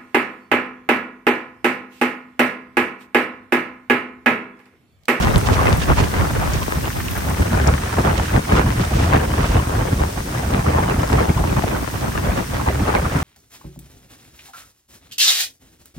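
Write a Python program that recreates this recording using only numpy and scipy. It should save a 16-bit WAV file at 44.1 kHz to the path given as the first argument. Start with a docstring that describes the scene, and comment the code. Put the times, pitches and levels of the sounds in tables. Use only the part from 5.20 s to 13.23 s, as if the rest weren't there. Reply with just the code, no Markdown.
"""Gusty wind buffets the microphone: rough, crackling flutter, then a low thump, and single eddies crack sharply.
Behind it gravel slides out of a raised dump truck bed and rattles onto the heap under the open tailgate in an
open yard. Wind is shaped noise plus falling pressure jolts; gravel is dense random impacts, with gritty stone ticks
and pebble spatters. Stones knock on the steel bed, whose resonances drone faintly under the sliding load."""
import sys
import numpy as np
from scipy import signal
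from scipy.fft import rfft, irfft, next_fast_len
from scipy.io import wavfile
from scipy.ndimage import uniform_filter1d, map_coordinates

SR = 44100
rng = np.random.default_rng(int(sys.argv[2]) if len(sys.argv) > 2 else 0)


def master_out(mix):
    """Clip the mix to full scale and print it as 16-bit PCM to the path in sys.argv[1]."""
    frames = np.transpose(np.atleast_2d(mix))
    ceiling = np.clip(frames, -1, 1)
    pcm = np.round(ceiling * 32767).astype(np.int16)
    wavfile.write(sys.argv[1], SR, pcm)


N = 354123
T = np.arange(N) / SR  # s

# Levels in the tables are relative; each source adds its own offset.
# steady breeze between gusts: t/s, strength/dB
BREEZE = [(0, -19.5), (.45, -21.5), (.63, -23), (1.08, -25), (1.3, -25.5), (1.6, -28), (1.84, -27.5),
          (2.07, -25.5), (2.52, -24), (2.69, -25.5), (3.1, -23), (3.26, -27), (3.43, -27), (4.3, -22),
          (4.66, -23.5), (4.94, -27), (5.26, -25.5), (5.49, -21), (6.45, -25.5), (6.74, -28), (7.1, -26),
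          (7.28, -28), (7.57, -24.5), (8.03, -22.5)]
# gusts, each both flutters and rumbles: t/s, strength/dB, length/s, flutter over rumble/dB
GUSTS = [(0.054, -21, 0.05, 1.5), (0.093, -22, 0.016, -4), (0.158, -12, 0.022, -6), (0.303, -16, 0.045, -4),
         (0.397, -22.5, 0.088, 4), (0.473, -21.5, 0.064, 4.5), (0.528, -14, 0.016, -4),
         (0.703, -12.5, 0.038, -3), (0.802, -14.5, 0.054, -3.5), (1, -18, 0.051, -0.5),
         (1.108, -16.5, 0.012, -4), (1.166, -36, 0.018, -7), (1.235, -31, 0.049, 9),
         (1.272, -20.5, 0.036, -5), (1.35, -21.5, 0.064, -4), (1.579, -21, 0.033, -5),
         (2.086, -22, .05, -3), (2.202, -11.5, 0.024, -16), (2.34, -18, 0.066, -4.5),
         (2.42, -17, 0.054, -7), (2.481, -13.5, 0.037, -2), (2.533, -13, 0.021, -19),
         (2.788, -15.5, 0.032, -2.5), (2.858, -17.5, 0.029, 2), (2.894, -15.5, 0.041, -3),
         (2.996, -17.5, 0.032, -7), (3.052, -38, .05, -8), (3.156, -10, 0.041, -7.5),
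         (3.324, -13, 0.047, -3), (3.387, -17, 0.045, 1.5), (3.46, -17, 0.09, -8),
         (3.597, -18.5, 0.064, -9), (3.64, -26, 0.04, 1), (3.752, -13, 0.0096, -22),
         (3.817, -16.5, 0.16, -6.5), (3.945, -14.5, 0.047, 1.5), (4.021, -25, 0.056, 4),
         (4.107, -24, 0.07, -12), (4.194, -16, 0.033, -4), (4.3, -15.5, 0.015, -22),
         (4.362, -12.5, 0.044, -4.5), (4.484, -33, 0.025, -1), (4.58, -20.5, 0.081, -1),
         (4.726, -13, 0.018, -13), (4.762, -23, 0.022, -7), (4.815, -18, 0.047, -4),
         (4.98, -20.5, 0.023, -3), (5.073, -33, 0.023, 1), (5.16, -26, 0.06, 1), (5.245, -25, 0.04, -22),
         (5.332, -17.5, 0.048, -3), (5.388, -21, 0.016, 2), (5.506, -18.5, 0.042, 0.5),
         (5.548, -18.5, 0.022, -2), (5.587, -16.5, 0.028, -2), (5.631, -23, 0.015, 4),
         (5.696, -21, 0.038, 1.5), (5.74, -17, 0.025, -4.5), (5.78, -15.5, 0.017, -12),
         (5.839, -27, 0.023, 5), (5.9, -19.5, 0.014, -4), (5.941, -15, 0.067, -3), (6.012, -19, 0.049, 2),
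         (6.095, -10, 0.017, -10), (6.204, -20, 0.041, -6), (6.244, -17, 0.012, -2),
         (6.302, -21.5, 0.071, -4), (6.377, -15.5, 0.024, -3), (6.441, -13, 0.0091, -4.5),
         (6.537, -26.5, 0.068, 5.5), (6.624, -22, 0.024, -18), (6.85, -25.5, 0.08, 1.5),
         (6.973, -24, 0.04, -0.5), (7.081, -20, 0.092, -1.5), (7.183, -25, 0.031, 5),
         (7.353, -23, 0.035, -0.5), (7.41, -25, 0.049, -1), (7.478, -21.5, 0.031, 1),
         (7.548, -20, 0.05, -9.5), (7.608, -16, 0.031, -6), (7.688, -23, 0.038, 6), (7.759, -21, 0.039, 6),
         (7.823, -20, 0.018, -6), (7.959, -12, 0.016, -13)]
# sharp wind cracks: t/s, level/dB, left over right at onset/dB, starting pitch above the end pitch f/Hz
CRACKS = [(0.0098, -9.0, 8, 2900), (0.0477, -9.0, 14, 4200), (0.0716, -4.0, -2, 2400),
          (0.11, -6.0, 14, 1900), (0.1589, -5.5, 11, 6000), (0.1709, -6.5, -14, 1600),
          (0.2871, -1.5, 14, 2100), (0.4134, -7.5, 1, 2100), (0.4702, -6.0, -4, 3100),
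          (0.4812, -3.0, 8, 2400), (0.4892, -2.0, -6, 1500), (0.5281, -8.0, 14, 6300),
          (0.6887, -7.5, 2, 1500), (0.7007, -2.0, 13, 1900), (0.7187, -6.5, -2, 2900),
          (0.8025, -4.0, -4, 2200), (0.9397, -8.5, 10, 3100), (0.9445, -12, 6, 3100),
          (1.011, -9.0, 11, 3300), (1.1991, -10.0, 14, 2100), (1.2754, -9.0, 14, 2100),
          (1.4804, -6.0, 9, 1400), (1.5223, -5.0, 5, 2900), (2.0197, -13.0, 12, 2400),
          (2.1948, -8.0, 14, 1300), (2.3315, -6.0, -14, 2400), (2.35, -6.5, 14, 2900),
          (2.3745, -10.0, 6, 2400), (2.3993, -6.5, 14, 2900), (2.4832, -4.0, -7, 1500),
          (2.539, -6.0, 14, 3300), (2.7835, -2.0, -14, 1100), (2.7969, -7.5, -8, 2200),
          (2.8493, -5.0, -8, 2400), (2.8723, -5.0, -14, 1600), (2.9296, -8.0, 14, 1900),
          (3.1631, -4.5, 8, 3100), (3.1776, -3.5, 14, 1300), (3.3217, -4.5, -4, 2400),
          (3.3547, -4.5, -7, 1900), (3.3651, -5.5, 11, 2400), (3.3946, 0.0, -10, 1800),
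          (3.5043, -9.5, 14, 3300), (3.5961, -10.0, 4, 1800), (3.64, -10.5, 14, 2600),
          (3.7987, -7.5, 4, 2100), (3.8431, -8.0, 12, 1800), (3.9349, 0.0, -6, 2200),
          (3.9448, -7.5, -10, 1900), (3.9608, -3.5, 6, 1600), (4.1385, -10.5, 2, 2400),
          (4.2055, -9.0, -5, 3100), (4.4946, -10.5, 12, 2200), (4.6527, -7.5, 14, 1100),
          (4.7271, -9.5, -2, 1100), (4.8165, -7.0, 6, 1400), (4.8363, -7.0, 14, 2600),
          (5.0044, -13.0, 14, 2400), (5.1965, -9.5, 14, 1900), (5.3382, -11.5, -14, 3600),
          (5.3461, -6.0, 11, 2900), (5.5482, -5.0, 11, 1800), (5.5846, -4.0, 12, 1900),
          (5.6315, -7.5, 13, 2200), (5.6978, -6.0, -7, 2400), (5.8325, -7.5, 8, 1600),
          (5.9014, -8.5, 13, 2900), (5.9293, -5.5, 11, 2900), (5.9383, -8.0, -4, 1400),
          (6.0047, -7.0, 10, 1800), (6.0161, -4.0, 5, 1300), (6.055, -6.5, 14, 2100),
          (6.1982, -9.5, 7, 1100), (6.2401, -10.0, -4, 1800), (6.274, -10.0, -9, 2600),
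          (6.3265, -10.0, 0, 1300), (6.3683, -8.0, 14, 1900), (6.3938, -6.5, 14, 1900),
          (6.4222, -11.5, 11, 2900), (6.4801, -11.5, -2, 2600), (6.4871, -13.5, 14, 3100),
          (6.5414, -7.0, -11, 1300), (6.573, -11.0, -10, 2900), (6.6761, -9.0, 13, 2400),
          (6.8822, -10.0, 9, 2400), (6.9769, -8.0, 13, 3600), (7.1755, -7.0, 14, 1500),
          (7.2049, -9.5, 14, 1500), (7.3676, -12.5, 14, 2600), (7.4763, -6.0, 7, 1600),
          (7.4868, -6.0, -8, 2400), (7.6798, -5.5, 4, 1500), (7.7285, -8.5, 10, 2600),
          (7.7507, -1.5, -5, 2900), (7.9492, -7.5, 14, 1500), (8.002, -13.5, -12, 3600)]
# wind rumble spectrum: f/Hz, level/dB
RUMBLE_SPECTRUM = [(15, -44), (30, -18), (45, -4.5), (68, 1.5), (100, -3), (160, -7), (250, -13),
                   (400, -21.5), (900, -71)]
# wind flutter spectrum: f/Hz, level/dB
FLUTTER_SPECTRUM = [(100, -60), (250, -4.5), (450, -1), (800, -1.5), (1200, -5.5), (2000, -13), (3000, -19),
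                    (5000, -32.5), (12000, -60)]
# colour of the small jolts in the flutter: f/Hz, gain/dB
CRACKLE_SPECTRUM = [(100, -17), (300, 0), (550, 0), (1400, 1.5), (2500, 2.5), (5000, -8)]
# colour of grinding and rattling gravel: f/Hz, level/dB
GRAVEL_SPECTRUM = [(300, 13.5), (900, 2.5), (1800, 3.5), (2800, 2.5), (4200, 0.5), (6000, 1.5),
                   (7400, -2.5), (9700, 2), (11000, -7.5), (16000, -7)]
# stereo place of the gravel by frequency: f/Hz, left over right/dB
GRAVEL_SIDE = [(1000, -2.5), (2700, -4), (4200, 2), (6200, 8), (8000, 7), (10000, -3), (15000, -1)]
# spectrum of the thin high hiss: f/Hz, level/dB
HISS_SPECTRUM = [(5000, -28), (10000, -45), (12500, 17), (14000, 9), (16000, 8)]
# level of the faint top hiss over time: t/s, level/dB
HISS_LEVEL = [(0, -47), (1.1, -46.5), (1.94, -41), (2.42, -50), (6.1, -49), (6.6, -45.5), (8.03, -52)]
# single hard stone strikes: t/s, level/dB, band centre f/Hz, left over right/dB
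STONES = [(0.18, -14.5, 9000, 3), (.571, -19, 13500, 0), (1.335, -16.5, 6100, -2), (1.655, -18, 2600, -6),
          (1.709, -20, 1700, 5), (1.729, -25, 2600, -8), (1.883, -16.5, 2400, -2), (1.91, -21, 13100, 0),
          (1.977, -18, 13500, 2), (2.097, -22, 9500, 0), (2.206, -25, 7600, 2), (2.474, -13, 5500, 7.5),
          (5.929, -24, 5370, 12)]
# handfuls of pebbles: t/s, level/dB, length/s
SPATTERS = [(.03, -27, 0.028), (.27, -26, 0.014), (.34, -28, .033), (.625, -27, 0.04), (.792, -25.5, 0.04),
            (.845, -28.5, 0.018), (1.355, -31.5, .05), (1.432, -31, 0.017), (2.98, -28, 0.022),
            (3.05, -34.5, 0.062), (3.37, -30, 0.046), (3.615, -30, 0.025), (3.81, -30.5, 0.14),
            (4.25, -33.5, 0.22), (6.27, -52, 0.09), (6.42, -38, 0.15), (7.18, -36, .06), (7.365, -36, .04)]
# skittering pebble spectrum: f/Hz, level/dB
SPATTER_SPECTRUM = [(1200, 8.5), (2800, 13), (4200, 7), (6000, 5.5), (8500, -1.5), (12000, -31)]
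# resonances of the steel bed, each passed twice: f/Hz, width of one pass/Hz, level/dB
BED_MODES = [(1056, 100, -5), (1600, 310, -5), (1870, 180, -9)]
# rattle of the load over the steel floor: t/s, level/dB
SLIDE = [(0, -31.5), (1.3, -34.5), (1.75, -35), (2.3, -33.5), (3, -31.5), (5, -51), (6.2, -42.5),
         (8.03, -34.5)]
# likeness of the two microphone ports: f/Hz, correlation/0-1
PORT_LIKENESS = [(400, .55), (640, .33), (950, .4), (1400, .18), (7500, .15), (9500, .65), (11000, .93),
                 (12700, .58), (14500, .8), (16000, .55)]
# phase between the ports: f/Hz, left lead/rad
PORT_LEAD = [(60, 0), (180, -.15), (290, -.85), (400, -1.7), (700, -3.3), (1050, -4.6), (2500, -2.8),
             (4300, 0), (8300, 0), (9800, -1.3), (10600, -3), (11800, -3.3), (13700, -6.2)]
# bass drawn to the centre: t/s, corner of the left-right difference f/Hz
MONO_BELOW = [(0, 15), (1.95, 15), (2.15, 190), (2.7, 310), (5.8, 320), (6.4, 185), (7.15, 140),
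              (7.75, 340)]

FLUTTER_DB, FLUTTER_GROWTH_DB_PER_DB = -3, 1  # breeze flutter over a mean breeze; gain per dB of wind
CRACKLE_DB = -1.5  # small jolts against the flutter's rush
EDDY_RATE_HZ, EDDY_DB = 40, 2.0  # chance eddies shared by rumble and flutter: knots per second, swing
LUMPY_DB = 1.7  # swing of rumble and flutter each on its own
THUMP_LAG_S = 0.0073  # thump after flutter
POUR_DB, EASE_DB_PER_S = -38.5, 0.3355  # the pour eases off as the heap grows
TOP_HZ = 15950


def rumble(eddy, gust_db=2.0, knock_db=-10, rough_db=2.0):
    """Large eddies press on the ports; a higher, rougher knock follows their swells, more gently than the body."""
    breeze_db, = curves(BREEZE)
    breeze = amp(breeze_db + EDDY_DB * eddy + LUMPY_DB * wobble(45))
    thumps = [(s + THUMP_LAG_S, db + gust_db, length_s) for s, db, length_s, _ in GUSTS]
    level = np.sqrt(breeze ** 2 + swells(thumps, rise=0.77, fall=0.86))
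    body = level * evened(ports(noise(), RUMBLE_SPECTRUM), window_s=0.068)
    knock_level = unit(level ** 0.69 * amp(rough_db * wobble(90)))
    knock_spectrum = [(70, 5), (140, 7.0), (230, -1.5), (380, -5.0), (800, -54.0)]
    knocks = knock_level * evened(ports(noise(), knock_spectrum), window_s=0.037)
    return body + amp(knock_db) * np.std(body) * knocks


def flutter(eddy, gust_db=-1.5, tearing_db=3, spit_db=-24, calm_db=-34):
    """Small eddies of mixed sizes tear at the ports in ragged, crackling bursts, with a faint high spit on top."""
    wind_db, = curves(BREEZE)
    mean_db = wind_db.mean()
    breeze_db = mean_db + FLUTTER_DB + FLUTTER_GROWTH_DB_PER_DB * (wind_db - mean_db)
    breeze = amp(breeze_db + EDDY_DB * eddy + LUMPY_DB * wobble(50))
    breeze = breeze ** 3 / (breeze ** 2 + amp(calm_db) ** 2)  # a weak breeze slips past smoothly
    bursts = [(s, db + over_db + gust_db, length_s) for s, db, length_s, over_db in GUSTS]
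    level = np.sqrt(breeze ** 2 + swells(bursts, rise=0.81, fall=1.0))

    tearing = unit(amp(tearing_db * np.array([wobble(170), wobble(170)])))
    rush = unit(ports(patchy(depth_db=6.5, size=512), FLUTTER_SPECTRUM) * tearing)
    body = level * evened(unit(rush + amp(CRACKLE_DB) * crackle()), window_s=0.12)
    spit_spectrum = [(700, -11), (1800, 23), (3000, -11), (5000, -25), (12000, -32)]
    spit = unit(level * tearing) * ports(patchy(depth_db=1), spit_spectrum)
    return body + amp(spit_db) * np.std(body) * spit


def crackle(rate_hz=42, spread_db=1.6, dull_hz=900, bright_hz=2800, t60_s=.012, sizes=6):
    """An uneven patter of small jolts of several sizes, dull to bright, each at one port only; rms 1."""
    patter = np.zeros((2, N))
    for hz in np.geomspace(dull_hz, bright_hz, sizes):
        patter += signal.oaconvolve(impacts(rate_hz, spread_db), jolt(hz, t60_s)[None], axes=1)[:, :N]
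    return unit(filtered(patter, lambda hz: amp(along(CRACKLE_SPECTRUM, hz))))


def cracks(level_db=-.3, t60_s=.05, spread_s=.012, grit=.2,
           after_db=-9.5, after_scale_s=.012, after_top_hz=2600, after_count=2):
    """An eddy breaks nearer one port, weaker, duller jolts tumble after it, and the low swing reaches both."""
    out = np.zeros((2, N))
    for s, db, side_db, start_hz in CRACKS:
        jolts = [(0.00017, 0.0065, start_hz)]  # delay/s, gain/dB, f/Hz
        for late, small in rng.random((after_count, 2)):
            after_hz = min(start_hz, after_top_hz) * (.5 + .5 * small)
            jolts.append((after_scale_s * (.25 + late), after_db, after_hz))
        for delay_s, gain_db, hz in jolts:
            wave = jolt(hz, t60_s) * rng.choice([-1, 1])
            ragged = 1 + grit * unit(uniform_filter1d(rng.standard_normal(len(wave)), size=24))
            far_port_db = np.minimum(side_db * np.array([[1], [-1]]), 0)
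            shade_db = far_port_db * np.exp(-T[:len(wave)] / spread_s)
            add(out, s + delay_s, amp(level_db + db + gain_db + shade_db) * wave * ragged)
    return staggered(out)


def jolt(start_hz, t60_s, sweep=.007, end_hz=80, snap=1.5, swing=.1, attack_cycles=.45):
    """A pressure jolt: a sharp head, then the pitch falls into a low swing; small eddies have shorter heads."""
    t = T[:SR // 10]
    head_s = np.sqrt(sweep / start_hz)
    cycles = end_hz * t + sweep * (1 / head_s - 1 / (t + head_s))  # pitch falls from end_hz + start_hz
    fade = (1 - swing) * np.exp(-t / (snap * head_s)) + swing * amp(-60 * t / t60_s)
    attack = 1 - np.exp(-t * start_hz / attack_cycles)
    return np.sin(2 * np.pi * cycles) * fade * attack


def gravel(rush_db=7.0, rattle_db=-4.0, hiss_gain_db=3):
    """Countless stones grind into a rush, nearer ones rattle, and a thin high hiss lies on top."""
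    flow_db = POUR_DB - EASE_DB_PER_S * T
    rush_level = amp(flow_db + rush_db + 0.077 * wobble(14.0))
    rush = rush_level * ports(impacts(rate_hz=14000, spread_db=1.5), GRAVEL_SPECTRUM)

    clacks = impacts(rate_hz=700, spread_db=6.0)
    t = T[:SR // 100]
    chatter = rng.standard_normal((2, len(t))) * amp(-60 * t / 0.014)  # short decaying noise per stone
    clatter = signal.fftconvolve(clacks, chatter, axes=1)[:, :N]
    rattle = amp(flow_db + rattle_db + 5.0 * wobble(12)) * ports(clatter, GRAVEL_SPECTRUM)

    hiss_db, = curves(HISS_LEVEL)
    hiss = amp(hiss_db + hiss_gain_db) * ports(impacts(rate_hz=16000, spread_db=4.0), HISS_SPECTRUM)
    return hiss + filtered(rush + rattle, lambda hz: panned(along(GRAVEL_SIDE, hz)))


def stones(level_db=-7.0, t60_s=0.027, log_width=0.25):
    """Stray stones strike with a short gritty tick: decaying noise in a band around their pitch."""
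    out, t = np.zeros((2, N)), T[:SR // 20]
    hz = np.fft.rfftfreq(len(t), 1 / SR)
    for s, db, pitch_hz, side_db in STONES:
        band = np.exp(-.5 * (np.log((hz + 1) / pitch_hz) / log_width) ** 2)
        tick = unit(irfft(rfft(rng.standard_normal((2, len(t)))) * band, len(t)))
        add(out, s, amp(db + level_db - 60 * t / t60_s) * panned(side_db) * tick)
    return out


def spatters(level_db=-1, side_db=-6):
    """Handfuls of pebbles spatter out to the right: swells of random impacts."""
    pebbles = ports(impacts(rate_hz=1500, spread_db=3.5), SPATTER_SPECTRUM)
    return amp(level_db) * np.sqrt(swells(SPATTERS)) * panned(side_db) * pebbles


def bed(drone_db=-46, knock_t30_s=0.011):
    """The sliding load keeps the steel bed's resonances humming, and larger stones knock on it."""
    def steel(f):
        response = 0
        for mode_hz, width_hz, db in BED_MODES:
            loss = 1j * f * width_hz
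            response = response + amp(db) * (loss / (mode_hz * mode_hz - f * f + loss)) ** 2
        return response

    drone = amp(drone_db + 1.3 * wobble(5.4)) * unit(filtered(noise(), steel))
    t = T[:SR // 20]
    power_decay = amp(-60 * t / knock_t30_s)[None]  # 30 dB of power per knock_t30_s: the load damps each ring
    hits = impacts(rate_hz=110, spread_db=2.8)
    power = signal.fftconvolve(hits ** 2, power_decay, axes=1)[:, :N]
    knocks = np.sqrt(np.abs(power)) * noise()
    knock_spectrum = [(400, -24), (1000, 5.0), (1800, 4.5), (2800, -5.5), (5000, -18.5), (10000, -45)]
    slide_db, = curves(SLIDE)
    return drone + amp(slide_db) * ports(knocks, knock_spectrum)


def ports(pair, spectrum):
    """Colour two unrelated signals and blend them as the two microphone ports hear them, rms 1."""
    m = next_fast_len(N + SR // 4)
    hz = np.fft.rfftfreq(m, 1 / SR)
    a, b = rfft(pair, m) * amp(along(spectrum, hz))
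    turn = np.arccos(np.clip(along(PORT_LIKENESS, hz), 0, 1)) / 2
    mid, side = a * np.cos(turn), b * np.sin(turn)
    lead = np.exp(.5j * along(PORT_LEAD, hz))
    return unit(irfft([(mid + side) * lead, (mid - side) / lead], m)[:, :N])


def staggered(x):
    """Shift the phase between the ports, frequency by frequency."""
    return filtered(x, lambda hz: np.exp(np.array([[.5j], [-.5j]]) * along(PORT_LEAD, hz)))


def swells(rows, rise=0.84, fall=0.75):
    """Bell-shaped swells of power with separate rise and fall, one for each (t/s, level/dB, length/s)."""
    power = np.zeros(N)
    for s, db, length_s in rows:
        near = slice(max(int(s * SR) - SR // 8, 0), int(s * SR) + SR // 8)
        u = 2 * (T[near] - s) / length_s
        power[near] += amp(db) ** 2 * .5 ** ((u / np.where(u < 0, rise, fall)) ** 2)
    return power


def impacts(rate_hz, spread_db):
    """Random collisions at a mean rate in each channel: many faint, few hard."""
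    hit = rng.random((2, N)) < rate_hz / SR
    return hit * np.sign(noise()) * amp(spread_db * np.minimum(rng.exponential(size=(2, N)), 4))


def patchy(depth_db, size=256):
    """Two noises broken into clumps some milliseconds long and some hundred Hz wide."""
    z = signal.stft(noise(), nperseg=size)[2]
    field = uniform_filter1d(rng.standard_normal(z.shape), size=4, axis=1)  # across frequency
    field = uniform_filter1d(field, size=3, axis=2)  # across time
    return signal.istft(z * amp(depth_db * unit(field)), nperseg=size)[1][:, :N]


def evened(x, window_s):
    """Hold a stereo noise near a steady level, keeping its shorter detail."""
    power = uniform_filter1d(np.mean(x ** 2, axis=0), max(int(window_s * SR), 2))
    power = uniform_filter1d(power, max(int(window_s * SR / 2), 2))
    return x / np.sqrt(np.abs(power) + 0.0009)


def noise():
    """Two unrelated white noises."""
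    return rng.standard_normal((2, N))


def wobble(rate_hz):
    """A smooth random curve, rate_hz knots per second."""
    knots = rng.standard_normal(int(N * rate_hz / SR) + 4)
    return map_coordinates(knots, [T * rate_hz], mode="nearest")


def amp(db):
    """Decibels to gain."""
    return 10 ** (np.asarray(db) / 20)


def unit(x):
    """Scale to rms 1."""
    return x / np.sqrt(np.mean(x ** 2) + 1e-20)


def along(points, hz):
    """(f/Hz, value) points read on a log frequency axis."""
    f, v = np.transpose(points)
    return np.interp(np.log(hz + 1), np.log(f + 1), v)


def curves(rows):
    """One value per sample for each column after the time."""
    s, *cols = np.transpose(rows)
    return [np.interp(T, s, c) for c in cols]


def filtered(x, response):
    """Apply a frequency response."""
    m = next_fast_len(N + SR // 4)
    return irfft(rfft(x, m) * response(np.fft.rfftfreq(m, 1 / SR)), m)[..., :N]


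def panned(side_db):
    """Left and right gains for a left-over-right level difference."""
    return amp(np.array([[.5], [-.5]]) * side_db)


def add(track, s, sound):
    """Mix a stereo sound into the track at time s."""
    part = track[:, max(round(s * SR), 0):][:, :sound.shape[1]]
    part += sound[:, :part.shape[1]]


def centred(x, order=6):
    """The left-right difference loses its bass below a moving corner."""
    hz, t, z = signal.stft((x[0] - x[1]) / 2, SR, nperseg=1024)
    corner_hz = np.interp(t, *np.transpose(MONO_BELOW))
    keep = 1 / np.sqrt(1 + (corner_hz / (hz[:, None] + 1)) ** (2 * order))
    side = signal.istft(z * keep, SR, nperseg=1024)[1][:N]
    return x.mean(axis=0) + np.array([side, -side])


def scene():
    """The pouring load behind the wind on the microphone."""
    eddy = wobble(EDDY_RATE_HZ)
    wind = rumble(eddy) + flutter(eddy) + cracks()
    load = gravel() + stones() + spatters() + bed()
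    return wind + load


def record(dry, low_cut_hz=31, ceiling=.92):
    """Low cut, bass drawn to the centre, peaks rounded off below full scale, top cut."""
    low_cut = filtered(dry, lambda hz: hz ** 4 / np.sqrt(hz ** 8 + low_cut_hz ** 8))
    narrow = centred(low_cut)
    rounded = narrow / (1 + np.abs(narrow / ceiling) ** 8) ** (1 / 8)
    return filtered(rounded, lambda hz: hz < TOP_HZ)


dry = scene()
out = record(dry)
master_out(out)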